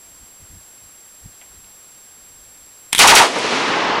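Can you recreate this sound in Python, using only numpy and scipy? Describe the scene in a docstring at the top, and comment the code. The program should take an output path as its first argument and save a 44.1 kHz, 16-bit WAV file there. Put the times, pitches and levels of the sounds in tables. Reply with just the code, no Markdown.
"""An outdoor range, under a plank shelter; the microphone is a small camera's, close to the gun.
Hiss and whine, a faint insect, puffs of wind and light handling, then a belt-fed machine gun's bolt
clatters forward and three rounds fire. Each blast bounces round the shelter and rolls away over
the land while cases click down. The microphone overloads; gain control ducks the whole sound,
then slowly lifts the dying tail."""
import sys
import numpy as np
from scipy import signal
from scipy.fft import rfft, irfft
from scipy.io import wavfile

SR = 44100
rng = np.random.default_rng(int(sys.argv[2]) if len(sys.argv) > 2 else 0)


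def transcribe(u):
    """Save the signal u as a 16-bit wav file named by the first command-line argument.

    u: samples, shape (n,) or (channels, n), limited to [-1, 1]; the rate is SR.
    q: integer samples, one column per channel.
    """
    v = np.clip(np.atleast_2d(u).T, -1, 1)
    q = np.round(v * 32767).astype(np.int16)
    wavfile.write(sys.argv[1], SR, q)


N = 176400
T = np.arange(N) / SR
HZ = np.fft.rfftfreq(N, 1 / SR)


def amp(db):
    """Decibels to gain."""
    return 10 ** (np.asarray(db) / 20)


def unit_rms(x):
    """Scales to rms 1."""
    return x / np.sqrt(np.mean(x ** 2) + 1e-20)


def bell(offset, width):
    """Gaussian curve, 1 at zero offset."""
    return np.exp(-.5 * (offset / width) ** 2)


def curve_at(points, hz):
    """Reads a table on a log-frequency axis."""
    f, value = np.transpose(points)
    return np.interp(np.log(hz + 1), np.log(f + 1), value)


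def add(mix, start, sound):
    """Mixes a sound in at a time in seconds."""
    part = mix[round(start * SR):][:len(sound)]
    part += sound[:len(part)]


def coloured(white, spectrum):
    """Gives noise a spectral shape, at rms 1."""
    return unit_rms(irfft(rfft(white) * amp(curve_at(spectrum, HZ)), N))


def band(white, centre_hz, octaves):
    """Keeps a bell-shaped band of noise, at rms 1."""
    return unit_rms(irfft(rfft(white) * bell(np.log2((HZ + 1) / centre_hz), octaves), N))


def dying(x, t60s):
    """Lets each frequency die at its own speed."""
    hz, t, spectra = signal.stft(x, SR, nperseg=512)
    fade = np.exp(-np.log(1000) * t / curve_at(t60s, hz)[:, None])
    return signal.istft(spectra * fade, SR, nperseg=512)[1][:N]


# The camera's noise floor: f/Hz, relative level/dB
HISS_SPECTRUM = [(20, 0.5), (80, 0.5), (200, -0.5), (900, -3.5), (2000, -6), (4200, -8), (5200, -8),
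                 (5900, -4), (6800, -9.5), (8100, -3.5), (9200, -12), (10200, 2.5), (11000, -1.5),
                 (12000, 3), (13000, -2.5), (15800, -7.5)]

def camera(whine_hz=7560, whistle_hz=11579, frame_hz=29.97, slip_rad=2, slip_s=0.0012):
    """The electronics hiss, whistle and whine; the whine slips back in phase once a picture frame."""
    slip = np.exp(1j * slip_rad * (T * frame_hz % 1))
    window = bell(T[:441] - T[220], slip_s)
    rounded_slip = signal.fftconvolve(slip, window / window.sum(), "same")
    tone = rounded_slip * np.exp(2j * np.pi * whine_hz * T)
    whine = amp(-41.5) * tone.real + amp(-58) * (tone ** 2).real  # with its octave
    whistle = amp(-59) * np.sin(2 * np.pi * whistle_hz * T)
    hiss = amp(-44.5) * coloured(rng.standard_normal(N), HISS_SPECTRUM)
    return whine + whistle + hiss


def insect(centre_hz=4750, glide_octaves=0.071, pulses_per_s=35):
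    """A faint insect out in the grass: quick, evenly spaced pulses, each falling in pitch."""
    cycle = pulses_per_s * T
    pulse_index = cycle.astype(int)
    hz = centre_hz * 2 ** (-glide_octaves * (cycle % 1 * 4 - 1))
    strength = 1 + rng.random(N)[pulse_index]
    pulses = strength * np.maximum(np.sin(2 * np.pi * cycle), 0) ** 2
    turns = np.cumsum(hz) / SR + rng.random(N)[pulse_index]
    return amp(-65) * unit_rms(pulses * np.sin(2 * np.pi * turns))


# Puffs right on the microphone: t/s, level/dB, half-length/s
WIND_PUFFS = [(0.115, -53, 0.046), (0.228, -42.5, 0.013), (0.425, -37.5, 0.015), (0.513, -39, 0.0061),
              (0.554, -36.5, 0.03), (0.846, -46.5, 0.017), (1.262, -39.5, 0.027), (1.59, -49.5, 0.062),
              (2.4, -53.5, 0.13), (2.638, -53.5, 0.024)]
# Their rumble: f/Hz, relative level/dB
WIND_SPECTRUM = [(20, -4), (50, 8), (95, 3), (170, -9), (300, -14), (600, -47), (2000, -70)]

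def wind():
    """Air brushes the microphone in soft, low puffs."""
    strength = sum(amp(db) * bell(T - peak, half) for peak, db, half in WIND_PUFFS)
    return strength * coloured(rng.standard_normal(N), WIND_SPECTRUM)


def camera_bump(at_s=1.2614, hz=117, half_s=0.0026):
    """A soft bump on the camera body gives one dull, heavily damped thud."""
    age = T - at_s
    return amp(-25.5) * bell(age, half_s) * np.sin(2 * np.pi * hz * age)


# Handling, then falling cases, near the microphone: t/s, level/dB, decay/s, f/Hz, width/octaves
METAL_CLICKS = [(1.4141, -39, .002, 2200, 0.57), (1.416, -49, 0.022, 690, 0.35),
                (1.418, -46, 0.02, 2200, 0.44), (1.6426, -45, 0.0066, 2800, .8),
                (3.3851, 1, 0.0087, 8600, 0.27), (3.677, -18, .012, 10450, .03)]

def metal_clicks():
    """Small metal parts are struck, each ringing briefly in its own band."""
    out = np.zeros(N)
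    for start, db, decay, hz, octaves in METAL_CLICKS:
        add(out, start, amp(db) * np.exp(-T / decay) * band(rng.standard_normal(N), hz, octaves))
    return out


# Bolt and belt knocks, close up: t/s, level/dB, hold/s, decay/s
BOLT_KNOCKS = [(2.9246, -27, .003, 0.0024), (2.929, -1, 0.0022, 0.0042), (2.9488, 5.5, 0.0015, .0010),
               (2.956, -9, 0.00088, .002), (2.9604, -5, .001, 0.0027), (2.978, 1, 0.0011, 0.0023),
               (2.9821, 15, 0.002, 0.0012)]
# The struck steel: f/Hz, relative level/dB
STEEL_SPECTRUM = [(60, -7), (300, -5.5), (650, -22), (900, -4), (1200, -13.5), (1800, 1), (2600, -0.5),
                  (3400, 5), (4300, -7.5), (7000, -8.5), (8800, 0.5), (11000, -2.5), (13000, -9),
                  (16000, -18)]

def bolt(slide_at_s=2.951, slide_s=0.028, ring_decay_s=0.015):
    """The bolt is released, scrapes forward, strips a round from the belt and locks; the receiver rings."""
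    force, t = np.zeros(N), T[:SR // 4]
    for start, db, hold, decay in BOLT_KNOCKS:
        add(force, start, amp(db) * np.exp(-np.maximum(t - hold, 0) / decay))
    add(force, slide_at_s, amp(-8) * (t < slide_s))  # the scrape along the rails
    clatter = force * coloured(rng.standard_normal(N), STEEL_SPECTRUM)
    retained = np.exp(-2 / (ring_decay_s * SR))
    ring_energy = signal.lfilter([1 - retained], [1, -retained], force ** 2)
    receiver = band(rng.standard_normal(N), centre_hz=2220, octaves=1)
    return clatter + amp(-15) * np.sqrt(ring_energy) * receiver


# The blast and its near echoes: t/s after the shot, rise/s, decay/s, level/dB, f/Hz, width/octaves
BLAST_AND_NEAR_ECHOES = [(0, 0.00084, 0.0098, 0, 5800, 0.91), (.009, 0.0023, 0.0049, 4, 2170, 0.68),
                         (0.019, 0.0011, 0.012, 0.5, 2550, 0.86), (0.046, 0.0022, 0.012, -4, 1500, 0.74),
                         (.052, 0.0037, 0.011, -2, 894, 0.33), (0.084, .004, 0.016, -15, 790, .6)]
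# Echoes from far off: same columns
FAR_ECHOES = [(.368, 0.0045, 0.029, -27.5, 477, 1.0), (.53, 0.058, 0.046, -40, 1760, 0.47),
              (.74, .01, .12, -43, 800, .8)]

def blast_and_echoes(white):
    """The blast arrives direct, then each surface returns a short smear of it in its own band."""
    out = np.zeros(N)
    for delay, rise, decay, db, hz, octaves in BLAST_AND_NEAR_ECHOES + FAR_ECHOES:
        age = np.maximum(T - delay, 0)
        envelope = np.minimum(age / rise, 1) * np.exp(-np.maximum(age - rise, 0) / decay)
        out += amp(db) * envelope * band(white, hz, octaves)
    return out


# The shelter's ring around the microphone: f/Hz, relative level/dB
SHELTER_SPECTRUM = [(30, -16), (100, -30), (280, -7.5), (800, 2.5), (1400, 0.5), (3000, 0.5), (6000, -5.5),
                    (10000, -6.5), (16000, -19)]
# Its reverberation time: f/Hz, t60/s
SHELTER_T60 = [(60, 0.15), (300, 0.53), (1000, 0.32), (3000, 0.27), (8000, 0.24), (15000, .17)]

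def shelter_ring(white, rise_s=0.012):
    """Reflections inside the shelter merge into a short, diffuse ring."""
    swell = np.minimum(T / rise_s, 1)
    return amp(3) * swell * dying(coloured(white, SHELTER_SPECTRUM), SHELTER_T60)


# Returns off the plank walls: t/s after the shot, half-length/s, level/dB, f/Hz, glide/(octaves/s)
PLANK_TONES = [(0.06, .0038, 0.5, 890, -21.5), (0.077, 0.0018, -9.5, 900, 0)]

def plank_tones():
    """Evenly spaced planks turn the blast into brief, hollow tones."""
    out = np.zeros(N)
    for delay, half, db, hz, glide in PLANK_TONES:
        age = np.clip(T - delay, -10 * half, 10 * half)
        turns = np.cumsum(hz * 2 ** (glide * age)) / SR + rng.random()
        out += amp(db) * bell(age, half) * np.sin(2 * np.pi * turns)
    return out


# The report coming back from the distance: f/Hz, relative level/dB
ROLL_SPECTRUM = [(30, -35), (80, -24.5), (160, -7.5), (280, 2), (450, 0.5), (660, -5.5), (950, -3),
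                 (1400, -6.5), (2500, -3), (5500, -6.5), (8000, -8), (11000, -11.5), (15000, -47)]
# Its reverberation time: f/Hz, t60/s
ROLL_T60 = [(60, 4.2), (300, 2.08), (1000, 3.22), (2500, 2.066), (5000, 1.58), (8000, 1.063), (14000, 0.77)]

def land_roll(white, rise_s=0.21, return_s=0.353, spread_s=0.01, early_db=-9):
    """The land scatters the report into a long roll, weaker until the far ground answers."""
    before_return = (1 - np.tanh((T - return_s) / spread_s)) / 2
    swell = np.minimum(T / rise_s, 1) * amp(early_db * before_return)
    return amp(-20) * swell * dying(coloured(white, ROLL_SPECTRUM), ROLL_T60)


# The burst, at close range: t/s, relative level/dB, share of the common echo pattern/0-1
ROUNDS = [(2.9893, 2.5, 0.49), (3.0730, -0.5, 0.87), (3.1513, -0.5, 0.86)]

def gunfire(gain_db=37):
    """Each round excites partly the same echoes; the gun's gain lifts the blast and all its returns."""
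    out = np.zeros(N)
    common = rng.standard_normal((2, N))
    planks = plank_tones()
    for start, db, share in ROUNDS:
        own = rng.standard_normal((2, N))
        sharp, diffuse = np.sqrt(share) * common + np.sqrt(1 - share) * own
        roll = land_roll(diffuse[::-1])  # reversed noise keeps it unrelated to the shelter's ring
        report = blast_and_echoes(sharp) + shelter_ring(diffuse) + planks + roll
        add(out, start, amp(gain_db + db) * report)
    return out


def scene():
    """All sources at the one microphone."""
    return (gunfire() + bolt() + metal_clicks() + wind() + camera_bump() + insect() + camera())[None]


def gain_control(x, threshold_db=-14, depth_db=32, attack_s=0.0034, recover_db_per_s=25):
    """The camera turns down quickly on a loud sound and comes back up slowly."""
    pole = np.exp(-1 / (attack_s * SR))
    power_db = 10 * np.log10(signal.lfilter([1 - pole], [1, -pole], x ** 2) + 1e-12)
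    over_db = np.clip(power_db - threshold_db, 0, depth_db)
    recovery_db = recover_db_per_s * T
    held_db = np.maximum.accumulate(over_db + recovery_db) - recovery_db
    return x * amp(-signal.lfilter([1 - pole], [1, -pole], held_db))


# The camera's frequency response: f/Hz, level/dB
CAMERA_RESPONSE = [(10, -2), (50, -5), (150, -3.5), (1000, -1), (6000, -0.5), (10000, -3), (12500, -7.5),
                   (15500, -12.5)]

def camera_colour(x):
    """A minimum-phase filter thins the bass and softens the top."""
    hz = abs(np.fft.fftfreq(4096, 1 / SR))
    log_gain = np.log(amp(curve_at(CAMERA_RESPONSE, hz)))
    taps = np.fft.ifft(np.exp(np.conj(signal.hilbert(log_gain)))).real
    return signal.fftconvolve(x, taps[:len(taps) // 2])[:N]


def record(dry):
    """The camera's mono chain: gain control, overload, tone colour, band limit."""
    ceiling, knee, cutoff_hz = 0.62, 3.8, 15850
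    ducked = gain_control(dry[0])
    overloaded = ducked / (1 + abs(ducked / ceiling) ** knee) ** (1 / knee)
    lowpass = signal.firwin(511, cutoff_hz, window=("kaiser", 9), fs=SR)
    return signal.oaconvolve(camera_colour(overloaded), lowpass, "same")[None]


dry = scene()
out = record(dry)
transcribe(out)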